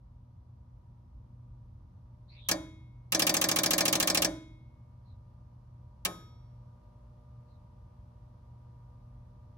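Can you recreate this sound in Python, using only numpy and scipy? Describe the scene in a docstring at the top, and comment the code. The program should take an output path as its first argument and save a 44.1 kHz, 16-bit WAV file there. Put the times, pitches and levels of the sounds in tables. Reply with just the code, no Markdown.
"""A relay in the open backbox of a powered pinball machine, heard from close by over hum and room rumble.
After one faint squeak of overlapping glides it pulls in and drops out once, then chatters sixteen times.
A squeak later it pulls in and holds: the hum and the rush of air step up; one last squeak follows.
Blows are impacts with a spray of bounces, played through noise bursts and ringing modes of frame,
springs and box; the hum is a sum of mains harmonics, the room is coloured noise, squeaks are rough glides."""
import sys
import numpy as np
from scipy import signal
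from scipy.io import wavfile

SR = 44100
rng = np.random.default_rng(int(sys.argv[2]) if len(sys.argv) > 2 else 0)


def store_wav(level_fs):
    """Save 16-bit WAV to argv[1]."""
    pcm = np.round(np.clip(np.atleast_2d(level_fs), -1, 1) * 32767)
    wavfile.write(sys.argv[1], SR, pcm.T.astype(np.int16))


N = 422037

# stereo image of the relay: hz, left_right_correlation [-1 to 1]
RELAY_LIKENESS = [(130, 0.99), (300, 0.97), (640, 0.6), (1400, 0.52), (3000, -0.063), (7000, -0.019),
                  (15000, -0.432)]
# the last pull, after which the relay holds
LATCH_S = 6.05


def relay():
    """The magnet pulls the armature in hard; the spring returns it more softly, thumping the panel."""
    # panels of the box and the relay frame, levels relative to the blow: hz, t60_s, pull_db, drop_db
    panel_modes = [(137, .5, -53, -50), (165, .55, -50, -58), (182, .33, -38, -37), (275, .5, -51, -48),
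                   (297, .55, -58, -38), (319, .63, -52, -34), (338, .5, -48, -43), (366, .24, -45, -45),
                   (408, .26, -44, -56), (547, .22, -41, -36), (571, .33, -47, -38), (603, .22, -44, -35),
                   (630, .45, -50, -43), (667, .35, -56, -51), (684, .18, -45, -42), (729, .3, -47, -45),
                   (836, .35, -47, -54), (1079, .26, -43, -56), (1183, .15, -45, -50),
                   (1678, .14, -46, -41), (1816, .17, -43, -43), (2333, .14, -39, -43),
                   (3090, .06, -36, -39), (4134, .09, -41, -36), (4766, .1, -45, -33),
                   (5330, .06, -38, -31), (5660, .05, -34, -27), (6293, .09, -35, -32),
                   (7740, .07, -40, -34), (11900, .07, -38, -48)]
    # spectral density of the clack before its overall gain: hz, relative_db
    pull_colour = [(110, -1.5), (200, -3), (300, -8.5), (600, -2.5), (1200, -6.5), (1650, -2.5), (2050, -4),
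                   (2700, 2), (5000, -3.5), (6800, -1), (8300, -9.5), (9800, -2.5), (13400, -11.5),
                   (15500, -9)]
    drop_colour = [(110, 0), (200, -3.5), (450, -7), (620, 7), (1200, -6), (2000, 0), (3000, -2), (5000, 3),
                   (6200, 5.5), (7600, -4), (9400, -3), (11000, -1.5), (13400, -15.5), (15500, -5.5)]
    pulls, drops = armature()

    pull_force = blows(pulls, bounce_db=-7.5, bounce_s=0.0054)
    pull_snap = snap(level_db=-4.5, low_hz=8696, decay_s=0.00033)
    pull_clack = clack(pull_colour, rattle_s=0.006, t60_at_6khz=0.055, build_at_6khz_s=0.00063)
    pull_ring = ringing(panel_modes, 0, build_at_500hz_s=0.0066)
    pull = excite(pull_force, pull_snap, from_db(6.5) * pull_clack, pull_ring)

    drop_force = blows(drops, bounce_db=-5.5, bounce_s=0.0028)
    drop_clack = clack(drop_colour, rattle_s=0.0017, t60_at_6khz=0.056, build_at_6khz_s=0.0011)
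    drop_ring = ringing(panel_modes, 1, build_at_500hz_s=0.0024)
    drop = excite(drop_force, from_db(3) * drop_clack, drop_ring)
    return pull + drop + springs(pulls, drops)


def armature():
    """Pulls and drops as (start_s, level_db): one of each per cycle, then a last pull that holds."""
    # the coil is switched on and off in runs: start_s, cycles [count]
    runs = [(2.4869, 1), (3.1211, 16)]
    cycle_s, pull_to_drop_s = .07327, .02535
    pull_level_db, drop_level_db, scatter_db = 2.5, 1.37, 0.61
    from_rest_db = -1.5  # a pull from rest is softer than one in mid-chatter
    pulls, drops = [], []
    for start_s, cycles in runs:
        for k in range(cycles):
            pull_s = start_s + k * cycle_s
            pull_db, drop_db = rng.normal([pull_level_db, drop_level_db], scatter_db)
            if k == 0:
                pull_db += from_rest_db
            pulls.append((pull_s, pull_db))
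            drops.append((pull_s + pull_to_drop_s, drop_db))
    pulls.append((LATCH_S, pull_level_db + from_rest_db))
    return pulls, drops


def blows(rows, bounce_db, bounce_s):
    """Contact force: one impact a row, then a spray of tiny bounces that differs every time."""
    t = np.arange(SR // 80) / SR
    bright = signal.butter(1, 1500, "high", fs=SR, output="sos")
    noise = rng.standard_normal((len(rows), len(t)))
    sprays = signal.sosfilt(bright, noise) * np.exp(-t / bounce_s)
    force = np.zeros(N)
    for (start_s, level_db), spray in zip(rows, sprays):
        at = round(start_s * SR)
        force[at] += from_db(level_db)
        force[at:at + len(t)] += from_db(level_db + bounce_db) * energy_one(spray)
    return force


def snap(level_db, low_hz, decay_s):
    """The first sharp crack of steel on steel: a very short burst of high-passed noise."""
    t = np.arange(SR // 100) / SR
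    crack = rng.standard_normal((2, len(t))) * np.exp(-t / decay_s)
    high_pass = signal.butter(2, low_hz, "high", fs=SR, output="sos")
    return from_db(level_db) * energy_one(signal.sosfilt(high_pass, crack))


def clack(colour, rattle_s, t60_at_6khz, build_at_6khz_s):
    """The relay's crowded, heavily damped modes as bands of noise, followed by the box's reverberation."""
    # decay of the box's reverberation: hz, t60_s
    box_t60 = [(150, 1), (300, 0.68), (700, 0.17), (2000, 0.53), (5000, 0.5), (11000, 0.31), (14000, 0.3)]
    # energy of the reverberation against the direct clack: hz, relative_db
    box_share = [(150, 7), (600, 14), (1300, -7), (3000, -28), (6500, -21), (11000, -24.5), (16000, -29)]
    t = np.arange(SR * 3 // 4) / SR
    edges = np.geomspace(110, 17000, 30)
    out = 0
    for hz, width, noise in noise_bands(edges, RELAY_LIKENESS, size=len(t)):
        # bending waves disperse: the treble builds first, the bass swells later
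        swell = 1 - np.exp(-t / (build_at_6khz_s * 6000 / hz))
        # the armature rattles for a few milliseconds, holding up the bright middle of the clack
        rattle = rattle_s * np.exp(-np.log(hz / 5800) ** 2 / .5)
        direct_t60 = t60_at_6khz * (6000 / hz) ** 0.22
        direct = swell * from_db(-60 * np.maximum(t - rattle, 0) / direct_t60)
        tail = (1 - np.exp(-t / 0.023)) * from_db(-60 * t / at_hz(box_t60, hz))
        share = from_db(at_hz(box_share, hz))
        envelope = np.hypot(energy_one(direct), share * energy_one(tail))
        gain = from_db(at_hz(colour, hz)) * panned(hz) * np.sqrt(2 * width / SR)
        out = out + gain * energy_one(noise * envelope)
    return out


def ringing(modes, stroke, build_at_500hz_s):
    """Distinct modes answer a pull (0) or a drop (1) as decaying sines; likeness sets their stereo phase."""
    t = np.arange(SR) / SR
    out = 0
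    for hz, t60, *level_db in modes:
        likeness = np.clip(at_hz(RELAY_LIKENESS, hz), -1, 1)
        apart = np.arccos(likeness) / 2 * np.array([[1], [-1]])
        swell = 1 - np.exp(-t / (build_at_500hz_s * np.sqrt(500 / hz)))
        decay = from_db(level_db[stroke] - 60 * t / t60)
        out = out + panned(hz) * swell * decay * np.sin(2 * np.pi * hz * t + apart)
    return out


def springs(pulls, drops):
    """Each blow stops the springs and sets them ringing afresh, so only the last one of a burst rings out."""
    # springs and contact blades: hz, t60_s, pull_db, drop_db
    spring_modes = [(1001, .7, -70, -51), (1260, .64, -43, -57), (2175, 1.15, -65, -54),
                    (2493, .9, -73, -64), (3328, .72, -54, -53), (3718, .66, -51, -50),
                    (4469, 1.1, -68, -78), (5527, .9, -56, -69), (6654, .4, -53, -64),
                    (7262, .55, -62, -63), (10048, .65, -72, -64), (10190, .45, -66, -61),
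                    (10577, .36, -50, -62), (11826, .33, -54, -66), (12700, .5, -57, -74)]
    rings = [ringing(spring_modes, stroke, build_at_500hz_s=0.0018) for stroke in (0, 1)]
    strokes = []
    for stroke, rows in enumerate((pulls, drops)):
        strokes += [(round(start_s * SR), stroke) for start_s, _ in rows]
    out = np.zeros((2, N))
    for at, stroke in sorted(strokes):
        out[:, at:at + SR] = rings[stroke]
    return out


def excite(force, *responses):
    """Play a force through the sum of several stereo responses by convolution."""
    whole = sum(np.pad(r, ((0, 0), (0, SR - r.shape[1]))) for r in responses)
    return signal.oaconvolve(force[None], whole, axes=1)[:, :N]


def panned(hz):
    """Left and right gain at a frequency: the box is heard off centre."""
    # hz, left_minus_right_db
    balance = [(150, 0), (310, -1.5), (550, -2.5), (1100, 6), (2400, 1), (5000, -1.5), (12000, 1)]
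    return from_db(at_hz(balance, hz) / 2 * np.array([[1], [-1]]))


def transformer(waver_db):
    """Mains harmonics, in the centre; most of all the upper ones grow with the load, and all waver."""
    # rms levels at no load and full load, before the waver: mains_multiple, idle_db, loaded_db
    harmonics = [(2, -57, -55.5), (3, -75.5, -70.5), (4, -73, -72), (6, -87.5, -83.5), (8, -99.5, -84.5),
                 (10, -86.5, -76.5), (12, -97, -89), (16, -83.5, -77), (20, -99, -80), (22, -107, -103)]
    mains_hz = 60
    t, load = np.arange(N) / SR, electrical_load()
    knots = np.linspace(0, N / SR, 40)
    out = 0
    for multiple, idle_db, loaded_db in harmonics:
        waver = waver_db * np.interp(t, knots, rng.standard_normal(len(knots)))
        gain = np.sqrt(2) * from_db(idle_db + (loaded_db - idle_db) * load + waver)
        out = out + gain * np.sin(2 * np.pi * (round(multiple) * mains_hz * t + rng.random()))
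    return out


def electrical_load():
    """Load 0-1 at every sample: a slow warm-up to a standby share, then a quick rise as the relay holds."""
    standby_load, warm_up_s, power_on_s = 0.7, 2.6, .06
    t = np.arange(N) / SR
    warm = 1 - np.exp(-t / warm_up_s)
    powered = 1 - np.exp(-np.maximum(t - LATCH_S, 0) / power_on_s)
    return standby_load * warm + (1 - standby_load) * powered


def room():
    """Low rumble that wanders in level and a faint rush of air that grows with the load, both noise."""
    # spectral density before levelling: hz, relative_db
    rumble_colour = [(25, -27.5), (36, -12.5), (50, 2), (66, -2.5), (90, -1.5), (135, -7.5), (150, -19),
                     (175, -13.5), (230, -23), (300, -24), (400, -35.5)]
    air_colour = [(460, -2), (520, 4.5), (660, -2.5), (950, 2.5), (1200, -4.5), (1500, -15), (2400, -20.5),
                  (5500, -23), (7500, -33.5), (10000, -29.5), (14000, -35.5)]
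    rumble_mean_db, rumble_wander_db = -53.5, 1
    air_idle_db, air_loaded_db = -74, -69
    bass = signal.butter(4, [33, 390], "band", fs=SR, output="sos")
    rumble = signal.sosfilt(bass, steady_noise(rumble_colour, np.geomspace(25, 400, 17)))
    air = steady_noise(air_colour, np.geomspace(460, 14000, 18))
    rumble_db = rumble_mean_db + rumble_wander_db * wander(step_s=0.32)
    air_db = air_idle_db + (air_loaded_db - air_idle_db) * electrical_load()
    return from_db(rumble_db) * rumble + from_db(air_db) * air


def steady_noise(spectrum, edges):
    """Stereo noise of the given colour, summed from bands, rms 1."""
    # stereo image of the room: hz, left_right_correlation [-1 to 1]
    room_likeness = [(60, .995), (130, .99), (290, .6), (640, -.3), (1400, .1), (15000, .1)]
    out = 0
    for hz, width, noise in noise_bands(edges, room_likeness, size=N):
        out = out + from_db(at_hz(spectrum, hz)) * np.sqrt(width) * noise
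    return rms_one(out)


def wander(step_s):
    """Slow chance: a new random value every step, joined by straight lines."""
    t = np.arange(N) / SR
    values = rng.standard_normal(size=200)
    return np.interp(t / step_s, np.arange(len(values)), values)


def squeaks(roughness_hz):
    """Faint squeaks of gliding tones, the first of three overlapping, rough with low-passed noise."""
    # one glide a row, level ahead of the swell: start_s, length_s, start_hz, end_hz, level_db
    glides = [(2.278, 0.1, 3970, 4600, -62.5), (2.298, 0.14, 2320, 2560, -63.5),
              (2.332, 0.22, 3850, 3284, -59), (5.037, .13, 4280, 3810, -78), (7.46, .13, 4420, 3770, -80.5)]
    out = np.zeros((2, N))
    low_pass = signal.butter(2, roughness_hz, fs=SR, output="sos")
    rough = rms_one(signal.sosfilt(low_pass, rng.standard_normal((2, N))))
    for start_s, length_s, start_hz, end_hz, level_db in glides:
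        at, size = round(start_s * SR), round(length_s * SR)
        glide_hz = np.linspace(start_hz, end_hz, size)
        tone = np.sqrt(2) * np.sin(2 * np.pi * np.cumsum(glide_hz) / SR)
        swell = np.sin(np.linspace(0, np.pi, size))  # swells and fades
        out[:, at:at + size] += from_db(level_db) * swell * tone * rough[:, at:at + size]
    return out


def noise_bands(edges, likeness, size):
    """Yield (centre, width, stereo noise) for each band; neighbours get unrelated noise."""
    run_in = SR // 4  # lets the filters settle
    white = rng.standard_normal((2, 2, size + run_in))
    for k, (low, high) in enumerate(zip(edges, edges[1:])):
        band = signal.butter(2, [low, high], "band", fs=SR, output="sos")
        mid, side = signal.sosfilt(band, white[k % 2])[:, run_in:]
        hz = np.sqrt(low * high)
        alike = np.clip(at_hz(likeness, hz), -.99, .999)
        stereo = np.sqrt(1 + alike) * mid + np.sqrt(1 - alike) * side * [[1], [-1]]
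        yield hz, high - low, rms_one(stereo)


def at_hz(points, hz):
    """Read a spectrum on a log-frequency axis."""
    f, value = np.transpose(points)
    return np.interp(np.log(hz), np.log(np.maximum(f, 1)), value)


def from_db(db):
    """Decibels to gain."""
    return 10 ** (np.asarray(db) / 20)


def rms_one(x):
    """Scale to rms 1."""
    return x / np.sqrt(np.mean(x ** 2) + 1e-20)


def energy_one(x):
    """Scale each channel to unit energy."""
    return x / np.sqrt(np.sum(x ** 2, axis=-1, keepdims=True) + 1e-20)


def scene():
    """Relay, hum, room and faint squeaks together."""
    return relay() + transformer(waver_db=2.0) + room() + squeaks(roughness_hz=230)


def record(dry):
    """A steep elliptic low-pass cuts the top above 16.4 kHz."""
    return signal.sosfilt(signal.ellip(10, .2, 80, 16400, fs=SR, output="sos"), dry)


dry = scene()
out = record(dry)
store_wav(out)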